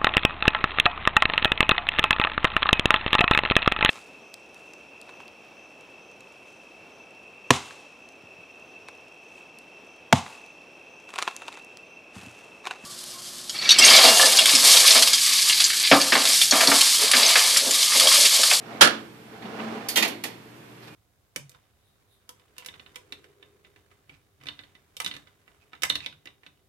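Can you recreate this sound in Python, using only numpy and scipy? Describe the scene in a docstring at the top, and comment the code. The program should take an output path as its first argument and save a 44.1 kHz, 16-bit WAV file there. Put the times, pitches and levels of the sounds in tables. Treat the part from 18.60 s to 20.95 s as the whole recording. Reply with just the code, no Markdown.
"""A short rumble and a loud steel bang: a cash drawer rolls out on its spring and hits its end stop.
The case rings, the bill clips rattle and the drawer chatters against the stop. A hand rolls it back in
over bumpy rails, the latch ticks, and the drawer clacks home and settles on the catch when let go.
The garage hums faintly throughout; a soft rustle and a thin whistle come at the end."""
import sys
import numpy as np
from scipy import signal
from scipy.io import wavfile

SR = 44100
rng = np.random.default_rng(int(sys.argv[2]) if len(sys.argv) > 2 else 0)


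def to_wav(s):
    """Save 16-bit WAV."""
    ch = np.atleast_2d(s).T  # columns
    pcm = np.round(np.clip(ch, -1, 1) * 32767)  # PCM
    wavfile.write(sys.argv[1], SR, pcm.astype(np.int16))


N = 103635
T = np.arange(N) / SR
BAND_EDGES_HZ = 28 * 2 ** (np.arange(29) / 3)
BAND_HZ = np.sqrt(BAND_EDGES_HZ[1:] * BAND_EDGES_HZ[:-1])


# hits on the end stop: (time [s], level [dB], rise [s], crack over ring [dB])
STOP_HITS = [(0.2093, -14, 0.004, 14.5), (0.2149, -10.5, 0.0027, 11), (0.225, -14.5, .003, 2)]
# dense ring of drawer and case: (frequency [Hz], relative density [dB])
BANG_COLOUR = [(40, -50), (75, -45), (105, -20), (160, -7), (260, -11), (600, -2), (1000, -3), (1550, 1.5),
               (2100, -6), (3000, -2), (5000, -6), (6500, -10.5), (11500, -15), (15000, -67)]
# clear notes of the case: (frequency [Hz], relative level [dB], t60 [s])
CASE_MODES = [(226.5, -33, .8), (112, -33, .2), (280.5, -31, .5), (335, -34, .6), (603, -33, .35),
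              (1219, -26, .25), (1302, -22, .28), (1357, -23.5, .28), (1439, -22, .32), (1551, -21.5, .28),
              (1601, -23, .28), (1656, -24, .28), (1722, -20, .25), (1935, -25, .25), (2316, -24, .2),
              (2757, -23, .22), (2912, -22.5, .15), (3327, -23, .25), (4197, -23, .2), (4931, -26, .15),
              (5368, -24, .17)]

def bang(bands):
    """The drawer slams into its stop; the hardest hit rings the case and adds a high shimmer."""
    blows = [(s, rise, crack, from_db(db) * band_gains(BANG_COLOUR)) for s, db, rise, crack in STOP_HITS]
    hardest_s = max(STOP_HITS, key=lambda hit: hit[1])[0]
    case = ring(CASE_MODES, hardest_s, db=2.5)
    shimmer = ring(shimmer_modes(count=30), hardest_s, db=-22.5)
    return steel(bands, blows, crack_t60=0.11, ring_scale=1, build_cycles=1.5) + case + shimmer


def shimmer_modes(count, low_hz=4516, high_hz=13180):
    """Thin, scattered high partials: a brief metallic shimmer on the bang."""
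    return [(low_hz + height * (high_hz - low_hz), -3 * height - 4 * weakness, 0.095 / (1 + 0.48 * height))
            for height, weakness in rng.random((count, 2))]


# chatter after the bang: (time [s], level [dB], treble shelf [dB])
REBOUNDS = [(.2425, -16, -1), (.2492, -12, -2), (.2532, -10.5, -1), (.2635, -11, -15), (.2722, -8, -6),
            (.2765, -11.5, -10)]

def rebounds(bands, ring_db=-18.5, shelf_hz=2600):
    """The drawer bounces against the stop in dry knocks: mostly crack, little ring."""
    blows = []
    for s, db, treble_db in REBOUNDS:
        shelf_db = treble_db / (1 + (shelf_hz / BAND_HZ) ** 4)
        gains = band_gains(BANG_COLOUR) * from_db(db + ring_db + shelf_db)
        blows.append((s, 0.001, -ring_db, gains))
    return steel(bands, blows, crack_t60=0.042, ring_scale=1, build_cycles=1.5)


# closing hits: (time [s], level [dB], thud shelf [dB], treble shelf [dB], latch ring [dB],
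# ring centre [Hz], rise [s], crack over ring [dB])
CLACKS = [ (1.286, -30, -5, 14.5, -1, 4700, 0.003, -1), (1.3579, -17, -0.5, 2, -5.5, 3180, 0.0027, 0),
          (1.3705, -21.5, 5, 7.5, 5.5, 2900, 0.002, 5), (1.4245, -20, -4.5, -5.5, 2, 2300, .0005, 10),
          (1.447, -28.5, 11, 1, -3, 2000, .001, 6), (1.477, -36, 10.5, 9, -11, 3000, 0.0022, 3),
          (1.6374, -30, 6, 5.5, 0, 2100, 0.00037, 5)]
# ring of the latch: (frequency [Hz], relative level [dB], t60 [s])
LATCH_MODES = [(1835, -8, .12), (1970, -5, .1), (2325, -3, .1), (2490, -4, .14), (2783, -7, .14),
               (3065, -4, .06), (3225, 0, .12), (3647, -2.5, .2), (4390, -3, .38), (4766, 2, .17),
               (5149, -3, .14), (5480, -1, .11), (6683, 3, .16)]
# high zing of the latch spring: (frequency [Hz], relative level [dB], t60 [s])
SPRING_MODES = [(6200, 1, 0.071), (6870, -6, 0.11), (8520, -13, 0.13), (9020, -9, .07), (9560, 1, .06),
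                (13300, 1.5, 0.1), (13830, -7, .08)]

def clacks(bands, spring_db=-16):
    """Latch and drawer front strike home; each contact rings the latch and its spring."""
    blows = [(s, rise, crack, contact(db, thud, treble))
             for s, db, thud, treble, _, _, rise, crack in CLACKS]
    out = steel(bands, blows, crack_t60=0.1, ring_scale=1.045, build_cycles=7.1)
    for s, db, _, treble_db, ring_db, centre_hz, _, _ in CLACKS:
        latch = [(hz, mode_db + focus_db(hz, centre_hz), t60) for hz, mode_db, t60 in LATCH_MODES]
        spring = [(hz, mode_db + rng.standard_normal(), t60) for hz, mode_db, t60 in SPRING_MODES]
        out += ring(latch, s, db + ring_db) + ring(spring, s, db + treble_db + spring_db)
    return low_cut(out, hz=89)


def focus_db(hz, centre_hz, spread_octaves=0.27, floor_db=-14):
    """A contact rings modes near its centre pitch fully and far ones faintly."""
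    distance = np.log2(hz / centre_hz) / spread_octaves
    return max(-10 * np.log10(1 + distance ** 4), floor_db)


# tone of a metal contact: (frequency [Hz], relative density [dB])
CONTACT_COLOUR = [(40, -40), (100, -35), (170, -7.5), (260, 0), (450, -5.5), (750, -1), (1200, -6),
                  (1600, -4.5), (2100, 3), (2700, 0), (3400, 0), (5000, -5.5), (8200, -12), (12000, -10.5),
                  (15000, -16.5)]

def contact(db, thud_db, treble_db, thud_hz=1100, treble_hz=5500):
    """Band gains of one metal contact: heavy ones thud, hard ones are bright."""
    low_shelf_db = thud_db / (1 + (BAND_HZ / thud_hz) ** 4)
    high_shelf_db = treble_db / (1 + (treble_hz / BAND_HZ) ** 4)
    return band_gains(CONTACT_COLOUR) * from_db(db + low_shelf_db + high_shelf_db)


# roller faders, out and back in, following the drawer's speed: (time [s], gain [dB])
ROLL_OUT = [(0, -49.5), (.05, -45.5), (.125, -39), (.2, -40.5), (.23, -26)]
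ROLL_IN = [(.66, -59), (.74, -46.5), (.81, -45), (.86, -40.5), (.9, -40.5), (1.0, -36), (1.115, -36.5),
           (1.16, -37.5), (1.27, -39.5), (1.36, -42.5), (1.42, -47)]
# tone of the rumble: (frequency [Hz], relative density [dB])
ROLL_COLOUR = [(50, -17), (110, -41), (160, -9), (220, 1), (330, -4), (430, -10.5), (550, -3.5),
               (750, -9.5), (1050, -6.5), (1500, -9.5), (2800, -16), (5000, -25.5), (7000, -34.5),
               (14000, -46.5)]
# hollow body of the case: (frequency [Hz], width [Hz], relative level [dB])
CASE_RESONANCES = [(425, 40, -7), (678, 35, -12), (777, 45, -10)]

def rollers(bands):
    """Rollers rumble unevenly along the rails and excite the hollow case."""
    grain = from_db(drift(hz=70))
    rumble = coloured(bands, ROLL_COLOUR, pan_share=1) * grain
    hollow = sum(from_db(db) * resonance(hz, width) for hz, width, db in CASE_RESONANCES)
    return (level(ROLL_OUT) + level(ROLL_IN)) * (rumble + hollow)


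# swells of the case's drone: (time [s], level [dB])
DRONE_SWELLS = [(.13, -49), (.27, -56), (.33, -32.5), (.385, -39.5), (.44, -67), (.8, -58), (.85, -38.5),
                (.89, -52), (1.01, -39.5), (1.13, -38), (1.165, -51), (1.41, -46.5), (1.47, -38.5),
                (1.55, -58)]

def case_drone(waver_hz=19, spread_hz=5.6, waver_db=1.6):
    """The moving drawer shakes a low mode of the case, which wavers in pitch and level."""
    pitch_hz = CASE_MODES[0][0] + spread_hz * drift(waver_hz)
    waver = from_db(waver_db * drift(waver_hz))
    return level(DRONE_SWELLS) * waver * tone(pitch_hz)


# bumps on the way in: (time [s], level [dB], thud shelf [dB], treble shelf [dB])
RAIL_BUMPS = [(0.822, -38.5, -13, -25), (0.852, -40, 10, -30), (1.113, -49, 26.5, -13)]

def bumps(bands):
    """The rollers catch on the rails with short, dull knocks."""
    blows = [(s, 0.005, 5, contact(db, thud, treble)) for s, db, thud, treble in RAIL_BUMPS]
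    return steel(bands, blows, crack_t60=0.04, ring_scale=0.51, build_cycles=6.2)


# envelope of the scrape: (time [s], level [dB])
SCRAPE_ENVELOPE = [(.972, -73), (.992, -46), (1.003, -33.5), (1.025, -90)]
# its midrange bite: (frequency [Hz], relative density [dB])
SCRAPE_COLOUR = [(500, -6), (1350, 12), (1800, 6), (2900, 10), (4000, -36), (10000, -44)]

def scrape(bands):
    """Steel rubs once, briefly, on the rail."""
    return level(SCRAPE_ENVELOPE) * coloured(bands, SCRAPE_COLOUR, pan_share=0.78)


# envelope of the rustle: (time [s], level [dB])
RUSTLE_ENVELOPE = [(2.15, -82), (2.23, -48.5), (2.26, -52.5), (2.28, -45.5), (2.32, -55), (2.35, -56)]
# its soft tone: (frequency [Hz], relative density [dB])
RUSTLE_COLOUR = [(100, -12), (400, 0.5), (1200, 3.5), (2800, -2), (4500, -3.5), (7000, -19.5)]

def rustle(bands, grain_db=2.7):
    """A soft rustle: noise with a quickly flickering level."""
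    grain = from_db(grain_db * drift(hz=42))
    return level(RUSTLE_ENVELOPE) * coloured(bands, RUSTLE_COLOUR, pan_share=0.77) * grain


def whistle(hz=2440):
    """A faint high tone fades in under the rustle."""
    envelope = level([(2.28, -69), (2.305, -58), (2.35, -61)])
    return envelope * np.sqrt(2) * np.sin(2 * np.pi * hz * T)


# room tone: (frequency [Hz], relative density [dB])
AIR_COLOUR = [(30, -20), (55, -10.5), (80, -16), (120, -8), (190, -1), (250, -11), (340, -2), (440, -9.5),
              (540, -13), (730, -12.5), (1220, -15), (2500, -17), (4200, -25), (6500, -31), (14000, -32.5)]
# notes of the hum: (frequency [Hz], level [dB])
HUM_TONES = [(119.5, -56.5), (227, -62), (295, -62), (447, -63.5)]

def garage(bands, air_db=-47, pitch_waver=0.0046):
    """A bed of steady air noise with a wavering hum."""
    hum = sum(from_db(db) * tone(hz * (1 + pitch_waver * drift(hz=9.1))) for hz, db in HUM_TONES)
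    return from_db(air_db) * coloured(bands, AIR_COLOUR, pan_share=0.56) + hum


# decay of sheet steel in the garage: (frequency [Hz], base t60 [s])
STEEL_DECAY = [(100, 0.17), (170, 0.28), (300, 0.74), (600, 0.39), (1500, 0.36), (3500, 0.33), (7000, 0.21),
               (13000, 0.22)]

def steel(bands, blows, crack_t60, ring_scale, build_cycles, crack_above_hz=154, tail_db=-27.5):
    """Crowded modes of struck sheet steel: a bright crack, a ring dying by band and a room tail."""
    out = np.zeros((2, N))
    for k, hz in enumerate(BAND_HZ):
        ring_energy, crack_energy = np.full((2, N), 1e-22)
        for s, rise_s, crack_db, gains in blows:
            length = max(int((rise_s + build_cycles / hz) * SR), 1)  # lows build up slowly
            span = slice(int(s * SR), int(s * SR) + length)
            crack_gain = gains[k] * from_db(crack_db) / (1 + (crack_above_hz / hz) ** 2)
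            ring_energy[span] += gains[k] ** 2 / length
            crack_energy[span] += crack_gain ** 2 / length
        stages = [(crack_energy, crack_t60),
                  (ring_energy, ring_scale * at_hz(STEEL_DECAY, hz)),
                  (ring_energy * from_db(tail_db) ** 2, 0.69)]  # room tail
        power = sum(signal.lfilter([0.5], [1, -decay(2 / SR, t60)], energy) for energy, t60 in stages)
        out += np.sqrt(power) * pan(hz) * bands[k]
    return out


def ring(modes, start_s, db):
    """One blow rings clear modes: decaying sines, out of step between left and right."""
    out, t = np.zeros((2, N + SR)), T[:SR * 3 // 4]
    span = slice(int(start_s * SR), int(start_s * SR) + len(t))
    for (hz, mode_db, t60), (phase, lead) in zip(modes, rng.uniform(-np.pi, np.pi, (len(modes), 2))):
        phase_gap = np.sign(lead) * np.arccos(at_hz(STEREO_LIKENESS, hz))
        phases = phase + phase_gap * np.array([[0.5], [-0.5]])
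        envelope = from_db(db + mode_db) * np.minimum(t * hz / 2, 1) * decay(t, t60)
        out[:, span] += pan(hz) * envelope * np.sin(2 * np.pi * hz * t + phases)
    return out[:, :N]


# stereo width: (frequency [Hz], left-right correlation [-1 to 1])
STEREO_LIKENESS = [(40, -0.5), (120, .88), (330, 0.88), (600, -0.05), (1200, 0.06), (3000, 0)]

def noise_bands():
    """Third-octave bands of stereo noise, narrow in the upper bass and wide in the treble."""
    white, bands = rng.standard_normal((2, 2, N + SR // 4)), []
    for k, hz in enumerate(BAND_HZ):
        band_pass = signal.butter(2, BAND_EDGES_HZ[k:k + 2], "band", fs=SR, output="sos")
        mid, side = signal.sosfilt(band_pass, white[k % 2])[:, -N:]
        alike = at_hz(STEREO_LIKENESS, hz)
        bands.append(unit_rms(np.sqrt(1 + alike) * mid + np.sqrt(1 - alike) * side * [[1], [-1]]))
    return bands


# stereo position: (frequency [Hz], left minus right [dB])
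STEREO_BALANCE = [(100, 0), (350, -1), (800, -0.5), (1150, -9), (3000, -7), (8000, -5.5), (14000, -2.5)]

def pan(hz, share=1):
    """Left and right gains: bass in the centre, mids and treble to the right."""
    return unit_rms(from_db(share * at_hz(STEREO_BALANCE, hz) * np.array([[0.5], [-0.5]])))


def coloured(bands, colour, pan_share):
    """Steady noise with a given spectrum."""
    return sum(gain * pan(hz, pan_share) * band
               for gain, hz, band in zip(band_gains(colour), BAND_HZ, bands))


def band_gains(colour):
    """Gain of each band for a spectrum, total power 1."""
    gains = from_db(at_hz(colour, BAND_HZ)) * np.sqrt(BAND_HZ)
    return gains / np.linalg.norm(gains)


def resonance(hz, width_hz):
    """Noise through one narrow resonance, rms 1."""
    radius = np.exp(-np.pi * width_hz / SR)
    feedback = [1, -2 * radius * np.cos(2 * np.pi * hz / SR), radius ** 2]
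    return unit_rms(signal.lfilter([1, 0, -1], feedback, rng.standard_normal(N + SR))[SR:])


def drift(hz):
    """Smooth random wander, rms 1."""
    pole = np.exp(-2 * np.pi * hz / SR)
    return unit_rms(signal.lfilter([1], [1, -2 * pole, pole ** 2], rng.standard_normal(N + SR))[SR:])


def tone(pitch_hz):
    """Sine along a pitch curve, rms 1."""
    return np.sqrt(2) * np.sin(2 * np.pi * np.cumsum(pitch_hz) / SR)


def level(points):
    """Gain along a (time [s], level [dB]) curve, silent outside it."""
    return from_db(np.interp(T, *np.transpose(points), left=-120, right=-120))


def at_hz(points, hz):
    """Read a table on a log-frequency axis."""
    frequencies, values = np.transpose(points)
    return np.interp(np.log(hz), np.log(frequencies), values)


def decay(t, t60):
    """Fall by 60 dB every t60 seconds."""
    return np.exp(-np.log(1000) * t / t60)


def low_cut(x, hz):
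    """Second-order high-pass."""
    return signal.sosfilt(signal.butter(2, hz, "high", fs=SR, output="sos"), x)


def from_db(db):
    """Decibels to gain."""
    return 10 ** (np.asarray(db) / 20)


def unit_rms(x):
    """Scale to rms 1."""
    return x / np.sqrt(np.mean(x ** 2) + 1e-20)


def scene():
    """The drawer's hits and travel in front, the rustle and the garage behind."""
    struck, rolled, air = noise_bands(), noise_bands(), noise_bands()
    hits = bang(struck) + rebounds(rolled) + clacks(struck)
    travel = rollers(rolled) + case_drone() + bumps(struck) + scrape(rolled)
    return hits + travel + rustle(rolled) + whistle() + garage(air)


def record(dry, ceiling=1.06):
    """Round off the loudest peaks, then cut the deep bass and the very top."""
    rounded = dry / (1 + (dry / ceiling) ** 4) ** (1 / 4)
    high_cut = signal.ellip(10, 0.3, 70, 14600, fs=SR, output="sos")
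    return signal.sosfilt(high_cut, low_cut(rounded, hz=60))


dry = scene()
out = record(dry)
to_wav(out)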